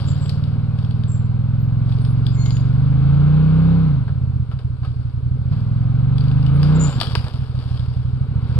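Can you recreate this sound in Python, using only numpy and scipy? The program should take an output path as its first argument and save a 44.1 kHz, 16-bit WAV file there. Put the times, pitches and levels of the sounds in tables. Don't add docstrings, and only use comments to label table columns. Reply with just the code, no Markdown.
import sys
import numpy as np
from scipy import signal
from scipy.fft import rfft, irfft, next_fast_len
from scipy.io import wavfile
from scipy.ndimage import uniform_filter1d

SR = 44100
rng = np.random.default_rng(int(sys.argv[2]) if len(sys.argv) > 2 else 0)


def put_to_file(sound):
    columns = np.atleast_2d(sound).T
    safe = np.clip(columns, -1, 1)
    whole_steps = np.round(safe * 32767)
    wavfile.write(sys.argv[1], SR, whole_steps.astype(np.int16))


N = 378815
TIME = np.arange(N) / SR
SIZE = next_fast_len(N + SR)
HZ = np.maximum(np.arange(SIZE // 2 + 1) * SR / SIZE, 1)
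SECOND_FIRES = 270 / 720

# (time [s], four-stroke cycles [1/s])
CRANK_SPEED = [(0.0, 18.22), (0.48, 19.22), (1.05, 19.64), (2.01, 22.39), (2.72, 23.46), (3.38, 30.81),
               (3.76, 33.26), (3.86, 31.54), (4.13, 17.66), (4.38, 15.78), (4.64, 11.76), (5.18, 11.08),
               (5.34, 12.43), (5.55, 19.5), (6.06, 23.72), (6.42, 25.27), (6.8, 32.34), (7.09, 17.13),
               (7.25, 13.76), (7.72, 11.76), (8.05, 11.82), (8.59, 15.87)]
# (frequency [Hz], relative density [dB per Hz])
ROAR_SPECTRUM = [(200, -30.5), (270, 1), (340, -13), (450, -5.5), (550, -7), (650, -15), (770, -12),
                 (1000, -10.5), (1450, -9.5), (1860, -25.5), (2180, -20.5), (4600, -31), (6200, -54.5),
                 (8200, -42), (10500, -48), (12500, -55), (16000, -87.5)]


def amp(db):
    return 10 ** (np.asarray(db) / 20)


def rms_one(x):
    return x / np.sqrt(np.mean(x ** 2))


def in_time(rows):
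    s, *columns = np.transpose(rows)
    return [np.interp(TIME, s, c) for c in columns]


def at_hz(points):
    hz, value = np.transpose(points)
    return np.interp(np.log(HZ), np.log(hz), value)


def colour(x, spectrum):
    cepstrum = irfft(np.log(amp(at_hz(spectrum))), SIZE)
    cepstrum[1:SIZE // 2] *= 2
    cepstrum[SIZE // 2 + 1:] = 0
    response = np.exp(rfft(cepstrum))
    return irfft(rfft(x, SIZE) * response, SIZE)[:N]


def split(x, hz):
    low = signal.sosfilt(signal.butter(4, hz, fs=SR, output="sos"), x)
    high = signal.sosfilt(signal.butter(4, hz, "high", fs=SR, output="sos"), x)
    return low, high


def turned(x, radians):
    return np.real(signal.hilbert(x, SIZE)[:N] * np.exp(1j * radians))


def leaves(roar_db, db=-54):
    hiss = np.array([colour(v, ROAR_SPECTRUM) for v in rng.standard_normal((2, N))])
    low, high = split(rms_one(hiss), hz=6000)
    thrown_back = amp(roar_db - 16.5)
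    return (amp(db) + thrown_back) * low + amp(db + 9.0) * high


def wood(x):
    # (frequency [Hz], relative density [dB per Hz])
    wood_spectrum = [(180, -34.5), (300, 3), (714, 6), (1180, 4), (1670, 0), (1960, -8.5), (3350, -1),
                     (4240, -8), (4660, -1), (5380, -10.5), (6100, -27.5), (8760, -16), (13000, -30.5)]
    return colour(x, wood_spectrum)


def crackle_level():
    # (time [s], crackle at its height [dB])
    push_list = [(0, -42), (0.129, -51.5), (.3, -53), (.8, -54), (1.92, -50), (2.268, -52), (2.47, -48.5),
                 (3.0, -56.5), (3.6, -56.5), (4.86, -56), (5.531, -55), (6.2, -53), (6.65, -43.5),
                 (6.85, -38.5), (7.031, -38), (7.58, -46), (7.7, -46), (8.499, -49.5)]
    rise_db_per_s, fall_db_per_s, rest_db = 155.5, 31, -70.5
    s, db = np.transpose(push_list)[:, :, None]
    slope = np.where(TIME < s, rise_db_per_s, fall_db_per_s)
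    return np.maximum((db - slope * np.abs(TIME - s)).max(axis=0), rest_db)


def brush(crackle_db, clicks_per_s=2000):
    size_db = 2.2 * np.minimum(rng.exponential(1, N), 5)
    sizes = amp(size_db) * rng.standard_normal(N)
    clicks = sizes * (rng.random(N) < clicks_per_s / SR)
    return amp(crackle_db) * rms_one(wood(clicks))


def snaps():
    # (time [s], crack level [dB], low knock against it [dB], pitch at which the branch rings [Hz])
    snap_list = [(0.121, -46, -18, 5000), (0.132, -42.5, -17, 3100), (0.259, -35, -4.5, 2100),
                 (0.294, -22.5, -14.5, 4400), (0.439, -37.5, -14.5, 1000), (0.788, -36.5, -15, 3240),
                 (0.847, -39.5, -5.5, 3250), (0.909, -37.5, -21.5, 3270), (1.036, -38.5, -3.5, 3280),
                 (1.922, -36, -19.5, 3500), (2.0497, -36.5, -2, 3130), (2.266, -25.5, -29, 3540),
                 (2.4593, -26.5, -12.5, 3160), (2.5063, -29.5, -9, 4600), (2.5683, -31.5, -15, 3420),
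                 (2.5974, -42.5, -8, 4700), (4.0785, -49, 13.5, 1500), (4.5141, -46.5, 9.5, 1350),
                 (4.589, -44.5, 5, 806), (4.8313, -49, 9, 1020), (4.8477, -42, 6, 1280),
                 (5.524, -47, 8, 1090), (6.182, -33.5, -21, 3330), (6.208, -38, -18.5, 4600),
                 (6.24, -39, -13, 3340), (6.282, -37, -10.5, 4860), (6.314, -38.5, -2.5, 2600),
                 (6.427, -39, -11, 4630), (6.4642, -31, -10.5, 3050), (6.6296, -23.5, -8, 4820),
                 (7.001, -19.5, -18.5, 4770), (7.012, -12, -10.5, 3610), (7.014, -25.5, 3, 1210),
                 (7.0312, -22, -9, 3300), (7.0699, -29, -17, 3020), (7.152, -15.5, 1, 1030),
                 (7.177, -38, -13.5, 3300), (7.242, -35, 1.5, 1010), (7.266, -44.5, 12, 490),
                 (7.7743, -41.5, -1.5, 3300), (7.795, -37, -12, 3400)]
    # (low knock against crack [dB], 60 dB decay time [s])
    decay_by_knock = [(-20.5, 0.022), (-11.5, 0.026), (2, 0.032), (6.5, 0.13)]
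    ring_q, ring_weight = 10, .9
    low_band, high_band = np.zeros((2, N))
    t = np.arange(SR // 5) / SR
    fibre_noise = rng.standard_normal((len(snap_list), len(t)))
    for (s, db, knock_db, hz), fibres in zip(snap_list, fibre_noise):
        i = round(s * SR)
        t60 = np.interp(knock_db, *np.transpose(decay_by_knock))
        onset = 1 - np.exp(-t / 0.00046)
        crack = amp(-60 * t / 0.0056)
        tearing = amp(-6.0 - 60 * t / max(t60, .01))
        burst = fibres * onset * (crack + tearing)
        ringing = signal.lfilter(*signal.iirpeak(hz, ring_q, fs=SR), burst)
        snap = (0.77 * burst + ring_weight * ringing)[:N - i]
        low_band[i:i + len(t)] += amp(db + knock_db) * snap
        high_band[i:i + len(t)] += amp(db) * snap
    low = split(wood(low_band), hz=2080)[0]
    high = split(wood(high_band), hz=1730)[1]
    return amp(12.0) * (low * amp(-0.5) + high)


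def squeaks(waver_hz=18, rough_db=3.0):
    # (time [s], length [s], start pitch [Hz], end pitch [Hz], level [dB])
    squeak_list = [(.05, .13, 7300, 7380, -52), (.2, .13, 7650, 7670, -52), (1.07, .14, 7650, 7400, -49),
                   (1.58, .1, 12000, 12000, -64), (2.0, .12, 8900, 8870, -59),
                   (2.08, .07, 10150, 10150, -62), (2.32, .07, 7370, 7350, -56),
                   (2.35, .3, 6840, 6830, -50), (2.2, .06, 1400, 1400, -54), (2.24, .09, 4880, 4900, -57),
                   (2.355, .07, 2150, 2150, -55), (2.4, .16, 2150, 2150, -54), (2.37, .1, 4300, 4280, -55),
                   (6.53, .08, 9750, 9900, -61), (6.74, .06, 7350, 7250, -50), (6.79, .1, 7030, 7200, -32),
                   (6.81, .06, 7450, 7550, -43), (6.8, .07, 14150, 14300, -68),
                   (6.87, .14, 7200, 7700, -52), (6.87, .07, 8250, 8250, -57)]
    out = np.zeros(N)
    slow = signal.butter(2, 90, fs=SR, output="sos")
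    for s, length, hz0, hz1, db in squeak_list:
        i, u = round(s * SR), np.linspace(0, 1, int(length * SR))
        waver, rough = 16 * signal.sosfilt(slow, rng.standard_normal((2, SR // 2)))[:, :len(u)]
        pitch = hz0 + (hz1 - hz0) * u + waver_hz * hz0 / 7000 * waver
        phase = 2 * np.pi * np.cumsum(pitch) / SR
        swell = np.sin(np.pi * u ** 0.73) ** 2
        out[i:i + len(u)] += amp(db + 4.0 + rough_db * rough) * swell * np.sin(phase)
    return out


def hum(octave_db=-4, octave_fade_db_per_s=12):
    # (time [s], pitch [Hz], level [dB])
    hum_curve = [(0, 285, -44), (1, 223, -40), (1.9, 192, -51), (2.3, 169, -78.5)]
    hz, db = in_time(hum_curve)
    phase = 2 * np.pi * np.cumsum(hz) / SR
    octave = amp(octave_db - octave_fade_db_per_s * TIME) * np.sin(2 * phase)
    return amp(db) * (np.sin(phase) + octave)


def intake(roar_db, lead_s=0.005693, uneven_db=3.05):
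    # (frequency [Hz], knock gain against the roar [dB], 60 dB decay time [s],
    # place in the cycle [0-1], other cylinder [dB])
    air_box = [(238.2, 18.5, 0.08, .57, -5.5), (414, 10.5, 0.039, .76, -16), (559.5, 5, .05, .95, -6.5),
               (763, 5, 0.033, 0.8, 0), (988, -0.5, .05, .8, -1)]
    roar_share = 0.4
    speed, out = in_time(CRANK_SPEED)[0], 0
    cycles = np.cumsum(speed) / SR + lead_s * speed + 1
    uneven = uneven_db * rng.standard_normal((len(air_box), 2, 400))
    for (hz, db, t60, place, other_db), chance in zip(air_box, uneven):
        knocks = np.zeros(N)
        for k in range(2):
            turn = np.floor(cycles - place + k * SECOND_FIRES).astype(int)
            knocks[1:] += np.diff(turn) * amp(k * other_db + chance[k, turn[1:]])
        r, w = amp(-60 / (t60 * SR)), 2 * np.pi * hz / SR
        poles = [1, -2 * r * np.cos(w), r * r]
        out = out + amp(db) * signal.lfilter([0, np.sin(w)], poles, knocks + 1e-18)
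    mean_db = roar_db.mean()
    return amp(mean_db + roar_share * (roar_db - mean_db)) * out


def blowdown(second_db, second_turn, uneven_db, start=0.98, lead_s=0.00548, width=0.1, suck=(.5, .6),
             suck_lead=0.0521):
    # (time [s], level change [dB])
    miss_list = [(4.055, -17), (4.47, -25), (4.572, -5), (4.622, -26), (4.655, -2), (4.739, -6),
                 (4.792, -9), (4.999, -7.5), (6.899, -31.5), (6.923, -16.5), (6.938, -13.5), (7.007, -14),
                 (7.025, -16.5), (7.058, -23), (7.115, -6), (7.245, -4), (7.272, -9.5), (7.32, -23.5),
                 (7.472, -41.5), (7.633, -20.5)]
    tailpipe_turn = -.6
    speed = in_time(CRANK_SPEED)[0]
    cycles = start + suck_lead + np.cumsum(speed) / SR + lead_s * speed
    firing = [cycles - lag for lag in (0, SECOND_FIRES)]
    out, pumped = np.zeros((2, N))
    chance, missed = rng.standard_normal((400, 2)), np.zeros((400, 2))
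    for s, loss_db in miss_list:
        near = [f[int(s * SR)] - .12 for f in firing]
        cylinder = int(np.argmin([abs(f - round(f)) for f in near]))
        missed[round(near[cylinder]), cylinder] += loss_db
    for cylinder, f in enumerate(firing):
        dip = (f % 1) / width
        puff = np.maximum(f % 1 - suck_lead, 0) / width
        shape = puff * np.exp(1 - puff) - suck[cylinder] * dip * np.exp(1 - dip)
        turn = np.floor(f).astype(int)
        angle = tailpipe_turn + cylinder * second_turn
        db = uneven_db * chance[turn, cylinder] + missed[turn, cylinder] + cylinder * second_db
        out += turned(amp(db) * shape, angle)
        pumped += turned(shape, angle)
    return out * speed / 20, pumped


def engine(pulse_db, roar_db, *firing):
    # (frequency [Hz], relative gain at idle [dB], at half revs [dB], at high revs [dB])
    exhaust_gain = np.array([(19.7, -46, -30, -35), (49, -16, -26.5, -7), (84.2, 1.5, 3, -17.5),
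                             (92.7, -10, 0.5, -16), (125.5, 10.5, 5.5, 4), (150.3, -4, 9.5, 7),
                             (172.8, -1.5, -6, 3), (213, 0.5, -1, -12), (233, 0, -6.5, -22),
                             (302.8, -12, -4.5, -20), (314, -43.5, -42, -59.5), (470, -42, -42, -31),
                             (940, -59.5, -57.5, -54)])
    column_speeds = [12, 20, 31]
    pulses, pumped = blowdown(*firing)
    speed = in_time(CRANK_SPEED)[0]

    exhaust = 0
    for k, share in enumerate(np.eye(3)):
        weight = np.interp(speed, column_speeds, share)
        exhaust = exhaust + colour(pulses * amp(pulse_db) * weight, exhaust_gain[:, [0, k + 1]])
    silencer = signal.lfilter(*signal.iirpeak(118, 5.0, fs=SR), pumped)

    swell = signal.lfilter([.004], [1, -.996], np.abs(pulses))
    gas = rng.standard_normal(N) * (1 + 0.25 * swell / swell.mean())
    thinned = gas - .6 * signal.lfilter([.08], [1, -.92], gas)
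    roar = colour(thinned, ROAR_SPECTRUM)

    panels = rng.standard_normal(SR // 10) * amp(-60 * TIME[:SR // 10] / .06)
    smear = np.exp(1j * np.angle(rfft(panels, SIZE)))
    sharp = np.diff(pulses, 2, prepend=[0, 0])
    fronts = irfft(rfft(sharp, SIZE) * smear, SIZE)[:N]
    growl = colour(split(fronts, hz=680)[0], ROAR_SPECTRUM)

    mix = rms_one(roar) + .8 * rms_one(growl)
    dulled = signal.lfilter([.6], [1, -.4], mix)
    return rms_one(exhaust) * amp(-17.5) + rms_one(silencer) * amp(-29.5) + amp(roar_db + 2.5) * dulled


def ports(x, around, t60=0.32):
    # (frequency [Hz], left over right [dB])
    level_gap = [(25, -10), (60, -6), (125, -1), (250, 0.3), (700, -1), (1290, 2), (2380, 4.5), (4400, 18),
                 (8120, 7.5), (15000, 0)]
    # (frequency [Hz], phase by which the left port leads [rad])
    phase_lead = [(40, 1.1), (125, .93), (260, .7), (520, .5), (1200, .9), (2000, 1.5), (3270, 1.4),
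                  (4650, 2.4), (7000, 1.6), (12000, 1.1)]
    # (frequency [Hz], share of power not scattered by trunks [0-1])
    direct_share = [(200, .999), (500, .93), (2000, .86), (8000, .75)]
    t = np.arange(SR) / SR
    scatter = rng.standard_normal((2, SR)) * amp(-60 * t / t60)
    scatter /= np.sqrt(np.sum(scatter ** 2, axis=1, keepdims=True))
    direct = np.clip(at_hz(direct_share), 0, 1)
    path = np.sqrt(direct) + np.sqrt(1 - direct) * rfft(scatter, SIZE)
    side = np.array([[.5], [-.5]])
    port = amp(side * at_hz(level_gap)) * np.exp(1j * side * at_hz(phase_lead))
    return irfft(port * (rfft(x, SIZE) * path + rfft(around, SIZE)), SIZE)[:, :N]


def scene():
    # (crank speed [cycles/s], relative exhaust pulse [dB],
    # second cylinder against first [dB], roar ahead of later gains [dB],
    # turn of the second pulse by its longer header [rad], unevenness of the firings [dB])
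    by_revs = [(12, -12.5, -2.5, -55, -0.76, 2.5), (18.03, -19, -1.5, -50, -1.5, 2.2),
               (19.4, -19.5, -5.5, -47.5, .3, .4), (21.1, -19.5, -2, -49, .1, 0.57),
               (34.7, -17, -1, -40.5, -0.33, 0.4)]
    # (time [s], change of roar [dB])
    nearness = [(0, 1.5), (.9, -3.5), (3.2, 1), (4.6, -5.5), (6.1, -1), (6.8, 4), (7.4, 2.5), (8.1, 1),
                (8.59, 5.5)]
    overrun_db = 0.06
    speed = in_time(CRANK_SPEED)[0]
    revs, *columns = np.transpose(by_revs)
    pulse_db, second_db, roar_db, second_turn, uneven_db = (np.interp(speed, revs, c) for c in columns)
    slowing = uniform_filter1d(np.minimum(np.gradient(speed) * SR, 0), size=SR // 10)
    roar_db = roar_db + in_time(nearness)[0]
    motor = engine(pulse_db + overrun_db * slowing, roar_db, second_db, second_turn, uneven_db)
    vehicle = motor + intake(roar_db) + squeaks() + hum()
    return ports(vehicle + snaps() + brush(crackle_level()), leaves(roar_db))


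def record(dry):
    top_cut = signal.cheby2(12, 70, 16000, fs=SR, output="sos")
    return signal.sosfilt(top_cut, np.clip(dry, -1, 1))


dry = scene()
out = record(dry)
put_to_file(out)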